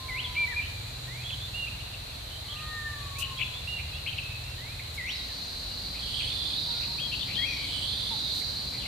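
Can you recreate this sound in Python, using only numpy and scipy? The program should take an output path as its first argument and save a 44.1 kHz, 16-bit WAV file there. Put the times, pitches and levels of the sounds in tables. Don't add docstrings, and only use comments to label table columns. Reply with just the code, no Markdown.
import sys
import numpy as np
from scipy import signal
from scipy.io import wavfile

SR = 44100
rng = np.random.default_rng(int(sys.argv[2]) if len(sys.argv) > 2 else 0)


def bounce(signal):
    frames = np.transpose(np.atleast_2d(signal))
    limited = np.clip(frames, -1, 1)
    pcm = np.round(limited * 32767).astype(np.int16)
    wavfile.write(sys.argv[1], SR, pcm)


N = 391166
TIME = np.arange(N) / SR
MOVE_AT_S, MOVE_S = 5.04, 0.0807
NOTE_EDGE_S = .013


def from_db(db):
    return 10 ** (np.asarray(db) / 20)


def rms_one(x):
    return x / np.sqrt(np.mean(x ** 2) + 1e-20)


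def in_time(points):
    return np.interp(TIME, *np.transpose(points))


def at_hz(points, hz):
    f, value = np.transpose(points)
    return np.interp(np.log(hz), np.log(f), value)


def spot(pair):
    return np.interp(TIME, [MOVE_AT_S, MOVE_AT_S + MOVE_S], pair)


def envelope(t, length, attack, release):
    return np.clip(np.minimum(t / attack, (length - t) / release), 0, 1)


def drift(rate, size=N):
    points = rng.standard_normal(20000) * np.sqrt(3 / 2)
    return np.interp(np.arange(size) * rate / SR, np.arange(20000), points)


def turn(hz):
    return 2 * np.pi * np.cumsum(hz) / SR


def panned(left_db):
    return from_db([[left_db / 2], [-left_db / 2]])


def spread(pair, alike):
    mid = np.sqrt(1 + alike) * pair[0]
    side = np.sqrt(1 - alike) * pair[1]
    return np.array([mid + side, mid - side]) / np.sqrt(2)


def resonate(x, hz, width):
    band = signal.butter(2, [hz - width / 2, hz + width / 2], "band", fs=SR, output="sos")
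    return signal.sosfilt(band, x)


def noise_band(centre, width):
    lowpass = signal.butter(2, width / 2, fs=SR, output="sos")
    slow = signal.sosfilt(lowpass, rng.standard_normal((2, 2, N)))
    phase = turn(centre)
    return rms_one(slow[0] * np.cos(phase) + slow[1] * np.sin(phase))


# (frequency [Hz], left-right correlation [0-1])
STEREO_IMAGE = [(40, 1), (100, 0.99), (170, 0.72), (300, .2), (600, 0.016), (1500, 0.066), (4000, 0.15),
                (8000, 0.032), (13000, 0.37)]

def coloured(spectrum):
    edges = np.geomspace(18, 18000, 21)
    white, out = rng.standard_normal((2, 2, N)), 0
    for k, (low, high) in enumerate(zip(edges, edges[1:])):
        hz = np.sqrt(low * high)
        if high > spectrum[0][0] and low < spectrum[-1][0]:
            band = resonate(white[k % 2], (low + high) / 2, high - low)
            out += from_db(at_hz(spectrum, hz)) * spread(band, at_hz(STEREO_IMAGE, hz))
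    return rms_one(out)


def chorus(bodies, pulse_hz, depth, alike):
    buckling = 1 + depth * np.cos(turn(pulse_hz * (1 + 0.00402 * drift(3))))
    drive = rng.standard_normal((2, 2, N)) * buckling
    ring = sum(from_db(db + .5 * drift(2.56)) * rms_one(resonate(drive[k % 2], hz, width))
               for k, (hz, width, db) in enumerate(bodies))
    return rms_one(spread(ring, alike))


# (centre [Hz], width [Hz], relative level [dB])
FAR_RESONANCES = [(3675, 650, -5), (4083, 490, 0), (4424, 440, -8.5)]

def far_cicadas(level_db=(-43, -45)):
    return from_db(spot(level_db)) * chorus(FAR_RESONANCES, pulse_hz=350, depth=0.3, alike=0.055)


# (frequency [Hz], relative noise density [dB])
RUMBLE_EQ = [(20, -27), (30, -14.5), (52, 4), (75, -2), (110, -2.5), (150, -17.5), (210, -23.5), (400, -52)]
AIR_EQ = [(100, -8), (200, -4), (350, -5.5), (560, -2), (1000, -5.5), (1600, -7.5), (2600, -4.5),
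          (5600, -15), (7200, -13), (10000, -16), (15000, -20.5)]
BREEZE_EQ = [(130, -7.5), (200, 10.5), (290, -8.5), (400, -5), (900, -9), (2000, -20.5), (6000, -13),
             (14000, -26)]
# (time [s], level [dB])
BREEZE_RIDE = [(0, -54), (5, -60), (5.3, -50.5), (6.3, -47.5), (8.87, -46.5)]

def open_air(rumble_db=-45, air_db=-46):
    bed = from_db(rumble_db) * coloured(RUMBLE_EQ) + from_db(air_db) * coloured(AIR_EQ)
    return bed + from_db(in_time(BREEZE_RIDE)) * coloured(BREEZE_EQ)


# (frequency [Hz], relative level [dB])
EXHAUST_EQ = [(40, -37), (60, -30), (80, 0.5), (101, -1), (122, 0), (145, -7), (175, -16), (210, -47.5),
              (300, -10), (400, -30)]
# (time [s], level [dB])
ENGINE_RIDE = [(0, -50), (.9, -46.5), (1.8, -44.5), (2.2, -51.5), (2.9, -43), (5, -44), (5.15, -56),
               (6.2, -47), (7.5, -45.5), (8.87, -50)]

def engine(firing_hz=(20.3, 24), unsteady_db=3):
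    rate, throb = spot(firing_hz), 0
    phase = turn(rate * (1 + 0.00797 * drift(4)))
    for k in range(2, 14):
        gain = from_db(at_hz(EXHAUST_EQ, k * rate) + unsteady_db * drift(5))
        throb += gain * np.sin(k * phase + rng.uniform(0, 2 * np.pi))
    return from_db(in_time(ENGINE_RIDE)) * rms_one(throb)


# (time [s], length [s], fundamental [Hz], scoop [Hz], sink [Hz/s],
# second partial [dB], third partial [dB])
FALLING_CALLS = [(-.1, 0.8, 531.5, -0.5, 75.4, -51.5, -72), (2.461, 1.23, 657.8, 114, 145.8, -49.5, -39.5),
                 (6.64, .48, 471, 0, 16, -54.5, -59), (8.105, .055, 470, -0.5, 1050, -44, -60)]

def falling_whistles(scoop_s=.09, waver_db=1.5, jitter=0.005):
    out = np.zeros(N)
    for s, length, top_hz, scoop_hz, sink, second_db, third_db in FALLING_CALLS:
        t = np.clip(TIME - s, 0, length)
        hz = top_hz - sink * t - scoop_hz * np.exp(-t / scoop_s)
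        phase = turn(hz * (1 + jitter * drift(90)))
        progress = t / length
        swell = envelope(progress, 0.97, attack=0.099, release=0.28)
        flare = np.exp(-((progress - .28) / .12) ** 2)
        for k, gain in ((2, from_db(second_db)), (3, from_db(third_db) * flare)):
            out += np.sqrt(2) * swell * gain * from_db(waver_db * drift(25)) * np.sin(k * phase)
    return out * panned(.5)


def trees(x, t60, build_s=0.0083):
    t = TIME[:SR]
    echoes = rng.standard_normal((2, SR)) * from_db(-60 * t / t60) * (1 - np.exp(-t / build_s))
    echoes /= np.sqrt(np.sum(echoes ** 2, axis=1, keepdims=True))
    return signal.fftconvolve(x, echoes, axes=1)[:, :N]


def note_time(length):
    return np.arange(int((length + NOTE_EDGE_S / 2) * SR)) / SR


# (time [s], length [s], start pitch [Hz], end pitch [Hz], level [dB], pan left [dB])
GLIDE_CUES = [(.083, .018, 2330, 2220, -36, 0), (.238, .03, 3650, 3080, -32.5, 1),
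              (1.071, .17, 1820, 2680, -49.5, -6), (1.322, 0.021, 3400, 2900, -38, -6),
              (1.666, .031, 2330, 2950, -37.5, -5), (2.555, .03, 2450, 3150, -44, -3),
              (2.582, .035, 2300, 3050, -45, -3), (3.151, 0.075, 2050, 3400, -46, -5),
              (3.92, .08, 2480, 3050, -47, -1), (4.575, .17, 1780, 2640, -51.5, -6),
              (5.143, .05, 5550, 4850, -51, 2), (5.25, .08, 1980, 1700, -57, 0),
              (6.979, .03, 2200, 3200, -40, 11)]

def glides(rasp=0.14):
    for s, length, start_hz, end_hz, db, left_db in GLIDE_CUES:
        yield s, np.geomspace(start_hz, end_hz, len(note_time(length))), db, left_db, rasp


# (time [s], length [s], time to the dip [s], lowest pitch [Hz], end pitch [Hz],
# level at the dip [dB], pan left [dB], rasp [0-1])
SLUR_CUES = [(.09, .122, .036, 2000, 3520, -38.5, -1, .03), (4.974, .143, .05, 1935, 3800, -39.5, 1, .08),
             (7.376, 0.099, .004, 1890, 2760, -41, 5, .17)]

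def slurs(swell_db=5):
    for s, length, dip_s, low_hz, end_hz, db, left_db, rasp in SLUR_CUES:
        swing = (note_time(length) - NOTE_EDGE_S / 4 - dip_s) / (length - dip_s)
        hz = low_hz * (end_hz / low_hz) ** (swing ** 2)
        yield s, hz, db + swell_db * np.abs(swing), left_db, rasp


# (time [s], length [s], start pitch [Hz], end pitch [Hz], level [dB], pan left [dB])
CHIP_CUES = [(.34, 0.038, 2440, 2950, -40, -2), (.603, 0.071, 2600, 2960, -42.5, -3),
             (1.291, 0.028, 3280, 2370, -41, -6), (1.795, 0.033, 2510, 2850, -46, 3),
             (3.204, 0.052, 2800, 2700, -34.5, 9.5), (3.386, 0.025, 2575, 2370, -34.5, 6),
             (3.398, 0.045, 2860, 2775, -30.5, 10), (3.782, 0.04, 2400, 2725, -37.5, -6),
             (4.058, .05, 2450, 3410, -31.5, 5.5), (4.116, .035, 2650, 2955, -38, -3),
             (4.177, .027, 2760, 2480, -30, 4), (4.785, 0.028, 2480, 2280, -41, 0),
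             (5.07, .07, 5800, 5400, -52, 0), (5.07, .05, 2300, 2700, -41, 8),
             (5.145, .018, 2650, 2150, -46, 2), (5.931, .071, 2140, 2890, -48.5, 3),
             (6.184, .055, 2830, 2650, -41.5, 12), (6.198, .17, 2250, 2660, -50, 2),
             (6.804, .056, 2545, 2370, -44.5, 10), (7.111, 0.053, 2516, 3380, -35, 10),
             (7.188, 0.071, 3530, 3450, -38, 12), (7.27, .091, 2240, 2810, -43, 7),
             (7.332, .04, 3250, 3320, -39, 13), (7.46, .12, 5660, 5660, -52, 2),
             (8.4, .05, 2170, 2050, -49, -2), (8.72, 0.07, 2050, 2450, -49, -3),
             (8.788, 0.092, 3380, 2480, -44.5, 11)]

def raspy_chips(trills_per_s=55, trill_hz=350, rasp=0.803):
    for s, length, start_hz, end_hz, db, left_db in CHIP_CUES:
        t = note_time(length)
        trill = trill_hz * ((trills_per_s * t + rng.random()) % 1 - .5)
        yield s, np.geomspace(start_hz, end_hz, len(t)) + trill, db, left_db, rasp


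# (time [s], length [s], pitch [Hz], droop [Hz], level [dB], pan left [dB], rasp [0-1])
WHISTLE_CUES = [(.362, .1, 2410, 130, -27, 0, .03), (.473, .072, 2100, 430, -39, 1, .04),
                (.558, .055, 2490, 110, -30, 0, .14), (1.93, 0.03, 2860, 0, -42, 1, .4),
                (2.298, 0.077, 3110, 0, -50, -6, .25), (2.476, .08, 3300, 0, -41.5, -3, .55),
                (3.93, .053, 3420, 0, -46, -3, .16), (4.21, .17, 2590, 0, -47, -2, .25),
                (4.42, .14, 2720, 0, -52, -2, .25), (5.11, .13, 3950, 150, -43, -6, .2),
                (6.995, .078, 3290, 0, -36, 9, .22), (7.36, .096, 3320, 70, -35, 16, .08),
                (7.468, .08, 2520, 260, -37, 6, .3), (7.555, .11, 2290, 40, -43, 9, .2)]
# (time into it [s], length [s], pitch [Hz], droop [Hz], level [dB], rasp [0-1])
MOTIF = [(0, 0.112, 3420, 40, -41, .22), (.165, 0.077, 3530, 0, -43, .22),
         (0.303, .12, 2860, 110, -37, .08)]

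def held_whistles(scoop_share=.12, scoop_s=.012, motif_starts_s=(1.235, 3.367), motif_left_db=-6.5):
    motifs = [(start + s, length, hz, droop, db, motif_left_db, rasp)
              for start in motif_starts_s for s, length, hz, droop, db, rasp in MOTIF]
    for s, length, hz, droop, db, left_db, rasp in list(WHISTLE_CUES) + motifs:
        t = note_time(length)
        scoop = 1 - scoop_share * np.exp(-t / scoop_s)
        yield s, hz * scoop - droop * (t / length) ** 2, db, left_db, rasp


def songbirds(rasp_hz=170, flutter_hz=520, waver_db=0.7, lead_s_per_db=4e-6):
    direct, send = np.zeros((2, 2, N + SR))
    notes = (note for kind in (held_whistles, slurs, glides, raspy_chips) for note in kind())
    for s, hz, db, left_db, rasp in notes:
        size, at = len(hz), int((s - NOTE_EDGE_S / 4) * SR)
        lead_s = lead_s_per_db * left_db * np.array([[.5], [-.5]])
        phase = turn(hz + rasp * rasp_hz * drift(296.8, size)) + 2 * np.pi * hz * lead_s
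        swell = signal.windows.tukey(size, min(1, 2 * NOTE_EDGE_S * (1 + rasp) * SR / size))
        tone = np.sqrt(2) * (np.sin(phase) + from_db(-39) * np.sin(2 * phase))
        rough = drift(flutter_hz, size) * np.sin(phase) + drift(flutter_hz, size) * np.cos(phase)
        waver = from_db(waver_db * drift(56, size))
        note = from_db(db) * swell * rms_one(((1 - rasp) * tone + rasp * rough) * waver)
        direct[:, at:at + size] += note * panned(left_db)
        send_db = -0.59 * np.maximum(db + 35, 0)
        send[:, at:at + size] += note * panned(left_db / 2) * from_db(send_db)
    return direct[:, :N], send[:, :N]


def far_chatter(count=80, length_s=.07):
    out = np.zeros((2, N + SR))
    size = int(length_s * SR)
    for when, pitch, slope, side, loud in rng.random((count, 5)):
        hz = 2000 + 1150 * pitch + 900 * (slope - .5) * np.linspace(-1, 1, size)
        chirp = from_db(-56) * (1 + loud) * np.hanning(size) * np.sin(turn(hz))
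        at = int(when * N)
        out[:, at:at + size] += chirp * panned(10 * (side - .5))
    return out[:, :N]


# (peak time [s], length [s], level [dB])
SHIMMER_CUES = [(1.1, 1.8, -58), (3.15, 1.9, -58.5), (4.6, 1.2, -63), (5.45, 1.2, -58), (8.35, .9, -55)]

def insect_shimmer(centre_hz=(7050, 6100), width_hz=950):
    swell = sum(from_db(db) * np.cos(np.pi * np.clip((TIME - s) / length, -.5, .5))
                for s, length, db in SHIMMER_CUES)
    return swell * spread(noise_band(spot(centre_hz), width_hz), 0.071)


def arch(s, length):
    return np.abs(np.sin(np.pi * np.clip((TIME - s) / length, 0, 1)))


# (time [s], length [s], level [dB])
HISS_CUES = [(3.183, 0.028, -36), (3.206, 0.027, -40.5), (4.936, .035, -48), (8.32, .11, -46.5)]
# (frequency [Hz], relative noise density [dB])
HISS_EQ = [(2000, -16), (4500, -7), (6500, 1), (10500, -3.5), (15000, -7)]

def hisses():
    swell = sum(from_db(db) * np.sqrt(arch(s, length)) for s, length, db in HISS_CUES)
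    return swell * coloured(HISS_EQ)


def insect_pips(hz=5240, level_db=-56.5, from_s=3.377, period_s=.264, pair_s=.057, pip_s=0.019):
    gate = sum(arch(from_s + k * period_s + late, pip_s) for k in range(7) for late in (0, pair_s))
    return from_db(level_db) * gate * np.sqrt(2) * np.sin(2 * np.pi * hz * TIME)


def buzz(click_hz, smear_hz, centre_hz, width_hz):
    phase, ring = turn(click_hz * (1 + .002 * drift(1.5))), 0
    for k in range(12, 20):
        harmonic = np.array([drift(smear_hz) * np.cos(k * phase) + drift(smear_hz) * np.sin(k * phase)
                             for side in range(2)])
        body_gain = 1 / (1 + (2 * (k * click_hz - centre_hz) / width_hz) ** 2)
        ring += body_gain * harmonic
    return ring


# (time [s], click rate [Hz])
CLICK_CURVE = [(5.6, 232), (6.3, 248), (7.2, 249.8), (8.87, 255)]

def steady_cicada(left_db=-2):
    ring = buzz(in_time(CLICK_CURVE), smear_hz=28, centre_hz=4200, width_hz=850)
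    return rms_one(spread(ring, 0.44)) * panned(left_db)


# (centre [Hz], width [Hz], relative level [dB])
NEAR_RESONANCES = [(4020, 290, 1.5), (4330, 500, 3), (4670, 260, -3), (5170, 220, -13.5)]
# (time [s], level [dB])
NEAR_RIDE = [(5.15, -44), (5.2, -44), (6.83, -38.5), (7.03, -41.5), (8.57, -39.5), (8.87, -42.5)]

def near_cicadas(trim_db=(-80, 4)):
    crowd = from_db(-1.2) * chorus(NEAR_RESONANCES, pulse_hz=380, depth=0.29, alike=0.48)
    soloist = from_db(-4.5) * steady_cicada()
    return from_db(spot(trim_db) + in_time(NEAR_RIDE)) * (crowd + soloist)


# (time [s], gain [dB])
WIND_UP_CUES = [(5.92, -39), (7.5, -38.5)]

def winding_cicada(slack_hz=3180, step_hz=330, first_step_s=.35, step_s=.26, glide_s=.06, left_db=-8):
    centre, level = np.full(N, float(slack_hz)), 0
    for s, db in WIND_UP_CUES:
        steps = sum(np.clip((TIME - s - first_step_s - k * step_s) / glide_s, 0, 1) for k in range(3))
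        centre = np.where(TIME >= s, slack_hz + step_hz * steps, centre)
        level += from_db(db) * envelope(TIME - s, length=1.12, attack=.26, release=.22)
    ring = buzz(click_hz=252, smear_hz=130, centre_hz=centre, width_hz=400)
    rasp = from_db(-2) * noise_band(centre + 190, width=750)
    sizzle = from_db(-15) * (slack_hz / centre) ** 5 * noise_band(2.72 * centre, width=1900)
    return level * spread(ring + rasp + sizzle, 0.22) * panned(left_db)


def scene():
    song, send = songbirds()
    calls, chatter = falling_whistles(), far_chatter()
    birds = song + from_db(-3.5) * trees(send, t60=0.99)
    birds += from_db(-6.5) * trees(send, t60=0.15, build_s=0.0057)
    birds += calls + from_db(-4) * trees(calls, t60=0.73)
    birds += from_db(-2.5) * chatter + trees(chatter, t60=0.6)
    bed = far_cicadas() + near_cicadas() + open_air()
    return birds + bed + winding_cicada() + insect_shimmer() + insect_pips() + engine() + hisses()


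def record(dry):
    return signal.sosfilt(signal.ellip(12, .1, 80, 15500, fs=SR, output="sos"), dry)


dry = scene()
out = record(dry)
bounce(out)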